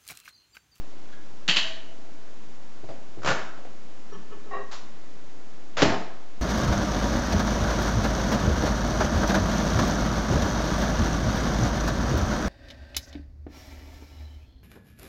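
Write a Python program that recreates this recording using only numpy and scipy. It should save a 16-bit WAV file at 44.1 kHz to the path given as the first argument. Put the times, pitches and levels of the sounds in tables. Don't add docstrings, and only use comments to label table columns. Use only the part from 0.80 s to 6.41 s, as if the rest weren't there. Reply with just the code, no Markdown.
import sys
import numpy as np
from scipy import signal
from scipy.fft import rfft, irfft
from scipy.io import wavfile
from scipy.ndimage import uniform_filter1d

SR = 44100
rng = np.random.default_rng(int(sys.argv[2]) if len(sys.argv) > 2 else 0)


def wav_record(signal):
    frames = np.transpose(np.atleast_2d(signal))
    bounded = np.clip(frames, -1, 1)
    quanta = np.round(bounded * 32767).astype(np.int16)
    wavfile.write(sys.argv[1], SR, quanta)


N = 247489


# [t/s, level/dB]
SLAM_HITS = [(5.0205, -21), (5.0255, -15)]
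# [t/s, level/dB]
SHUDDER = (5.052, -22)
# [f/Hz, relative level per Hz/dB]
SLAM_COLOUR = [(35, -28), (58, -17), (105, 1), (200, -3.5), (330, -2), (520, -1), (700, -1.5), (1000, -7.5),
               (1600, -12), (2300, -15), (3200, -21), (5000, -20), (7200, -29.5), (8200, -46)]
# [f/Hz, relative level/dB, t60/s]
CABINET_MODES = [(103.3, -10.5, 0.41), (184.3, -8.5, 0.55), (224.4, -6, .25), (266.6, -5, 0.24),
                 (307.4, -6.5, 0.34), (333.4, -8.5, 0.3), (401.4, -2.5, 0.38), (443.5, -17, 0.68),
                 (519, -10.5, 0.47), (560, -20, .35), (643, -8, 0.53), (878, -12, 0.45), (895, -15, 0.59),
                 (1065, -16, 0.55), (1297, -23, 0.44), (1695, -17, 0.45)]
# [f/Hz, level/dB, t60/s]
SLAM_THUMP = [(58, -31.5, 0.13), (92.7, -18, 0.082), (243, -17.5, 0.083), (312, -10.5, 0.051),
              (614, -24, 0.038)]


def door_slam():
    shudder = rebounds(*SHUDDER, gap_s=0.0225, step_db=-2.5, count=5)
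    impacts = SLAM_HITS + shudder
    knock = blows(impacts, SLAM_COLOUR, crack_db=-16.0, rattle_t60=0.073, room_db=-4.5, grain_db=4)
    boom = ringing(impacts, CABINET_MODES, level_db=-5.5)
    return knock + thump(5.0212, SLAM_THUMP) + boom


# [t/s, level/dB, loss per rebound/dB]
LATCH_SNAPS = [(0.6861, -19, 2.26), (0.7685, -19.5, 4.2)]
SLIP_LEAD_S, SLIP_DB, SPRING_GAP_S = 0.0066, -3.5, 0.0087


def latch_contacts():
    hits = []
    for s, db, loss_db in LATCH_SNAPS:
        hits.append((s - SLIP_LEAD_S, db + SLIP_DB))
        hits += rebounds(s, db, SPRING_GAP_S, -loss_db, count=4)
    return hits


# [f/Hz, relative level per Hz/dB]
LATCH_COLOUR = [(60, -37), (110, -30), (170, -11.5), (260, -17.5), (480, -15.5), (1200, -10.5), (1950, -5),
                (2250, -7.5), (2950, 4), (3600, -5), (4450, -4), (5100, -14), (7300, -17), (8200, -39)]
# [f/Hz, relative level/dB, t60/s]
SPRING_MODES = [(174.6, -15.5, 0.38), (209.5, -16.5, 0.32), (322, -13.5, 0.21), (630, -19.5, 0.87),
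                (1760, -12, 0.61), (1915, -8.5, 0.51), (2630, -2, .35), (2650, -13, 0.31), (3055, -4, 0.31),
                (3150, -11, 0.21), (3175, -1, 0.28), (3370, -17, 0.22), (3640, -10, 0.31),
                (3920, -10, 0.48), (4290, -11.5, 0.32), (4350, -23, 0.38), (4470, -35, .5)]
# [f/Hz, level/dB, t60/s]
RELEASE_THUMP = [(151, -32.5, 0.11), (180, -29.5, 0.1)]


def latch_release():
    snaps = latch_contacts()
    clicks = blows(snaps, LATCH_COLOUR, crack_db=-9, rattle_t60=0.078, room_db=-3.5, grain_db=3.0)
    springs = ringing(snaps, SPRING_MODES, level_db=-10.5)
    return clicks + springs + thump(0.686, RELEASE_THUMP)


# [t/s, level/dB]
CATCH_HITS = [(5.0203, -20.5), (5.0245, -22)]
# [f/Hz, relative level per Hz/dB]
CATCH_COLOUR = [(300, 17), (1500, 10), (2800, 13.5), (5000, 6.5), (7500, 0), (8200, -36)]


def latch_catch():
    return blows(CATCH_HITS, CATCH_COLOUR, crack_db=-6.5, rattle_t60=0.083, room_db=-8, grain_db=7.5)


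# [t/s, level/dB]
HOOK_CONTACT = (4.9695, -28)
# [f/Hz, relative level per Hz/dB]
HOOK_COLOUR = [(25, -38), (60, -7), (170, -6), (260, -11), (550, 4.5), (900, -1), (1700, -0.5), (2400, -6),
               (3500, -7), (7200, -16.5), (8200, -43)]


def hook_judder():
    judder = rebounds(*HOOK_CONTACT, gap_s=0.0098, step_db=-0.04, count=5)
    return blows(judder, HOOK_COLOUR, crack_db=-21, rattle_t60=0.073, room_db=3.5, grain_db=2.0)


# [t/s, level/dB]
CLATTER_PEAK = (2.4865, -21)
CLATTER_GAP_S, CLATTER_RISE_S, CLATTER_FALL_S = 0.0135, 0.039, 0.025


def clatter_contacts():
    peak_s, peak_db = CLATTER_PEAK
    start_s = peak_s - 5 * CLATTER_GAP_S
    contacts = rebounds(start_s, peak_db, CLATTER_GAP_S, 0, count=10)
    hits = []
    for s, db in contacts:
        width_s = CLATTER_RISE_S if s < peak_s else CLATTER_FALL_S
        drop_db = 20 / np.log(10) * ((s - peak_s) / width_s) ** 2
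        hits.append((s, db - drop_db))
    return hits


# [f/Hz, relative level per Hz/dB]
CLATTER_COLOUR = [(50, -27), (75, -7.5), (110, -4), (165, -0.5), (220, -9), (550, -4), (900, -4.5),
                  (1450, -3), (2100, -11), (2700, -11), (3300, -14.5), (7300, -21), (8200, -44)]
# [f/Hz, relative level/dB, t60/s]
DOOR_MODES = [(101, -24, 0.28), (111, -19, 0.32), (535, 2, 0.21), (676, -5, 0.45), (1180, -8, 0.35),
              (1412, -3.5, 0.53), (1460, -1.5, 0.3), (1560, -15, .35), (1760, -8.5, 0.49),
              (2240, -9.5, 0.34), (2830, -13.5, .4)]


def door_clatter():
    contacts = clatter_contacts()
    rattle = blows(contacts, CLATTER_COLOUR, crack_db=-12.5, rattle_t60=0.11, room_db=-3.0, grain_db=4.0)
    return rattle + ringing(contacts, DOOR_MODES, level_db=-9)


# [t/s, level/dB]
BUMP_HITS = [(2.04, -47), (2.088, -39), (2.103, -41), (2.388, -48.5), (2.775, -46), (2.85, -44)]
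# [f/Hz, relative level per Hz/dB]
BUMP_COLOUR = [(45, -10), (100, 1), (240, -0.5), (380, 1), (700, 4), (1100, -11.5), (2500, -16.5),
               (7500, -31)]
# [f/Hz, relative level/dB, t60/s]
BUMP_MODES = [(109, -7, 0.27), (395, -8, 0.23), (563, -5.5, 0.3), (667, -3.5, 0.27), (770, -12, 0.31),
              (4740, -21.5, .3)]


def door_bumps():
    firmest = max(BUMP_HITS, key=lambda bump: bump[1])
    bumps = blows(BUMP_HITS, BUMP_COLOUR, crack_db=-18.5, rattle_t60=0.099, room_db=-1.0, grain_db=2.0)
    return bumps + ringing([firmest], BUMP_MODES, level_db=3.0)


# [start t/s, rise/s, fall/s, level/dB]
GROANS = [(2.02, 0.012, 0.03, -41), (2.364, 0.006, 0.06, -39)]
# [f/Hz, width/Hz, relative level/dB]
PANEL_MODES = [(98, 24, 2), (185, 23, -4), (327, 44, 3.5), (380, 36, 0.5), (533, 67, -14)]


def panel_groan():
    return rubbing(GROANS, PANEL_MODES, slip_hz=104.4, jitter=0.13, room_db=-10)


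# [start t/s, rise/s, fall/s, level/dB]
SPRING_SONGS = [(.8, 0.088, 0.13, -44), (1.0, 0.086, 0.42, -58.5)]
# [f/Hz, width/Hz, relative level/dB]
SPRING_SONG_MODES = [(657, 17, 0)]


def spring_song():
    return rubbing(SPRING_SONGS, SPRING_SONG_MODES, slip_hz=652, jitter=0.044, room_db=-8)


# [start t/s, rise/s, fall/s, level/dB]
TOUCHES = [(.27, 0.024, .02, -54.5), (.32, 0.0097, 0.027, -46.5)]
# [f/Hz, width/Hz, relative level/dB]
HANDLE_MODES = [(1580, 180, -1.5), (3250, 590, -8.5)]


def handle_touch():
    return rubbing(TOUCHES, HANDLE_MODES, slip_hz=808, jitter=0.33, room_db=-2)


# [start t/s, rise/s, fall/s, level/dB]
DRAGS = [(3.7, 0.04, 0.11, -30.5)]
# [f/Hz, width/Hz, relative level/dB]
BOWL_MODES = [(335, 57, -8), (405, 15, -2), (472, 35, -19), (523, 17, -6), (662, 36, -5), (728, 40, -8),
              (1110, 48, 0), (1630, 23, -16), (1862, 40, -8), (2280, 40, -23), (2730, 50, -19),
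              (3860, 87, -24.5)]


def bowl_drag():
    return rubbing(DRAGS, BOWL_MODES, slip_hz=389.7, jitter=0.23, room_db=-9)


# [t/s, level/dB]
LIFT = (3.71, -39.5)
# [f/Hz, relative level/dB, t60/s]
LIFT_MODES = [(780, 0.5, 0.26), (1088, 0.5, 0.46), (1895, -5, 0.51), (2780, -18.5, 0.29), (3890, -23, 0.47),
              (5180, -28, 0.32)]


def bowl_lift():
    rocks = rebounds(*LIFT, gap_s=0.025, step_db=-0.1, count=3)
    return ringing(rocks, LIFT_MODES, level_db=0.5)


# [t/s, level/dB]
TICK = (3.914, -38.5)
# [f/Hz, relative level per Hz/dB]
TICK_COLOUR = [(200, -22), (600, -3), (1100, 2), (2400, -8.5), (4200, -5.5), (7200, -12), (8200, -32)]


def bowl_tick():
    grazes = rebounds(*TICK, gap_s=0.0074, step_db=-0.5, count=3)
    return blows(grazes, TICK_COLOUR, crack_db=-24, rattle_t60=0.27, room_db=-2.5, grain_db=0.5)


# [start t/s, rise/s, fall/s, level/dB]
TRAY_RUBS = [(3.305, 0.026, 0.043, -37.5), (3.495, 0.032, 0.022, -40), (3.62, 0.073, 0.021, -46)]
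# [f/Hz, width/Hz, relative level/dB]
TRAY_MODES = [(182, 8.8, 1.5), (404, 32, 7.5), (877, 14, -6), (1123, 57, 1), (1244, 44, -2), (1750, 18, -5),
              (2460, 50, -14), (2920, 26, -11.5), (3150, 30, -11.5)]


def tray_rubs():
    return rubbing(TRAY_RUBS, TRAY_MODES, slip_hz=400.4, jitter=.6, room_db=-3.5)


# [start t/s, rise/s, fall/s, level/dB]
SQUEAK = [(3.31, 0.013, 0.023, -54)]
# [f/Hz, width/Hz, relative level/dB]
RIM_MODES = [(5680, 30, 0)]


def rim_squeak():
    return rubbing(SQUEAK, RIM_MODES, slip_hz=885, jitter=0.43, room_db=-7)


# [f/Hz, relative level per Hz/dB]
ROOM_COLOUR = [(25, -16.5), (50, -12.5), (100, -7), (210, -1.5), (320, 0), (450, -5), (650, -6),
               (1000, -9.5), (1600, -13), (2400, -16), (4000, -19), (7200, -21.5), (8200, -37.5)]
ROOM_DB = -51
# [f/Hz, level/dB]
HUM = [(120, -73), (220, -64), (307, -63.5), (517, -69.5)]


def room_noise():
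    t = np.arange(N) / SR
    hum = np.zeros(N)
    for hz, db in HUM:
        hum += from_db(db) * np.sqrt(2) * np.sin(2 * np.pi * (hz * t + rng.random()))
    noise = coloured(rng.standard_normal(N + SR), ROOM_COLOUR)[SR:]
    return from_db(ROOM_DB) * noise + hum


# [f/Hz, t60/s]
KITCHEN_T60 = [(100, 0.41), (400, 0.67), (1500, 0.66), (3500, 0.56), (7000, 0.5)]


def kitchen_tail(build_t60=0.0168):
    t, hz = np.arange(SR) / SR, np.fft.rfftfreq(SR, 1 / SR)
    white = rfft(rng.standard_normal(SR))
    centres, t60s = np.transpose(KITCHEN_T60)
    tail = np.zeros(SR)
    for band, t60 in zip(np.eye(len(centres)), t60s):
        share = at_hz(np.c_[centres, band], hz)
        tail += irfft(white * share, SR) * dying(t, t60)
    return unit(tail * (1 - dying(t, build_t60)))


def blows(hits, colour, crack_db, rattle_t60, room_db, grain_db):
    out, t = np.zeros(N), np.arange(SR) / SR
    for s, db in hits:
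        steps = np.repeat(rng.standard_normal(SR), 20)[:SR].clip(-2, 2)
        grains = rng.standard_normal(SR) * from_db(grain_db * steps)
        blow = unit(grains * dying(t, rattle_t60)) + from_db(room_db) * kitchen_tail()
        blow[0] += from_db(crack_db)
        add(out, s, from_db(db) * np.sqrt(SR / 100) * blow)
    return coloured(out, colour)


def ringing(hits, modes, level_db):
    out, t = np.zeros(N), np.arange(SR) / SR
    start = min(s for s, db in hits)
    ring = np.zeros(SR)
    for hz, mode_db, t60 in modes:
        energy = np.zeros(SR)
        for s, db in hits:
            since = t - s + start
            height = from_db(db) * dying(np.maximum(since, 0), t60)
            energy += height ** 2 * (t >= s - start)
        envelope = signal.lfilter([.02], [1, -.98], np.sqrt(energy))
        wander = np.cumsum(rng.standard_normal(SR)) * 0.027
        tone = np.sin(2 * np.pi * (hz * t + rng.random()) + wander)
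        ring += from_db(mode_db) * envelope * tone
    add(out, start, from_db(level_db) * ring)
    return out


def rubbing(strokes, modes, slip_hz, jitter, room_db):
    t = np.arange(N) / SR
    force = np.zeros(N)
    for s, rise, fall, db in strokes:
        force += from_db(db) * np.interp(t, [s, s + rise, s + rise + fall], [0, 1, 0])
    gaps = np.exp(jitter * rng.standard_normal(N // 20)) / slip_hz
    pulses = np.histogram(np.cumsum(gaps), N, (0, N / SR))[0]
    slips = pulses * (force + 1e-12)
    heard = slips + from_db(room_db) * signal.fftconvolve(slips, kitchen_tail())[:N]
    shares = unit(from_db(np.array(modes)[:, 2]))
    rings = []
    for hz, width, db in modes:
        narrow = resonance(heard, hz, width)
        rings.append(unit(resonance(narrow, hz, 8 * width)))
    return np.sqrt(np.sum(force ** 2)) * (shares @ np.array(rings))


def thump(s, modes):
    out, t = np.zeros(N), np.arange(SR) / SR
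    push = np.zeros(SR)
    for k, (hz, db, t60) in enumerate(modes):
        push += (-1) ** k * from_db(db) * np.sin(2 * np.pi * hz * t) * dying(t, t60)
    add(out, s, push)
    return out


UNEVEN = 0.08


def rebounds(s, db, gap_s, step_db, count):
    k = np.arange(count)
    late = UNEVEN * rng.standard_normal(count).clip(-2, 2) * (k > 0)
    return list(zip(s + gap_s * (k + late), db + step_db * k))


def coloured(x, spectrum, size=8192):
    hz, bins_per_hz = np.fft.rfftfreq(size, 1 / SR), 8
    power = uniform_filter1d(np.abs(rfft(x, bins_per_hz * SR)) ** 2, 50 * bins_per_hz)
    present = np.sqrt(power[(hz * bins_per_hz).astype(int)])
    gain = from_db(at_hz(spectrum, hz)) / present
    cepstrum = irfft(np.log(gain))
    cepstrum[1:size // 2] *= 2
    cepstrum[size // 2 + 1:] = 0
    response = irfft(np.exp(rfft(cepstrum)))
    filtered = signal.fftconvolve(x, response)[:len(x)]
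    return unit(filtered) * np.sqrt(np.sum(x ** 2))


def resonance(x, hz, width):
    r = np.exp(-np.pi * width / SR)
    return signal.lfilter([1, 0, -1], [1, -2 * r * np.cos(2 * np.pi * hz / SR), r * r], x)


def dying(t, t60):
    return np.exp(-np.log(1000) * t / t60)


def from_db(db):
    return 10 ** (np.asarray(db) / 20)


def unit(x):
    return x / np.sqrt(np.sum(x ** 2) + 1e-20)


def at_hz(points, hz):
    points = np.array(points)
    return np.interp(np.log(np.maximum(hz, 1)), np.log(points[:, 0]), points[:, 1])


def add(out, s, sound):
    at = round(s * SR)
    out[at:at + len(sound)] += sound[:N - at]


def scene():
    closing = door_slam() + latch_catch() + hook_judder()
    opening = handle_touch() + latch_release() + spring_song()
    open_door = panel_groan() + door_bumps() + door_clatter()
    bowl = tray_rubs() + rim_squeak() + bowl_drag() + bowl_lift() + bowl_tick()
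    return (closing + opening + open_door + bowl + room_noise())[None]


CUTOFF_HZ = 8000
CONVERTER_OFFSET = -.0666


def record(dry):
    low_pass = signal.ellip(12, .1, 90, CUTOFF_HZ, fs=SR, output="sos")
    return signal.sosfilt(low_pass, dry) + CONVERTER_OFFSET


dry = scene()
out = record(dry)
wav_record(out)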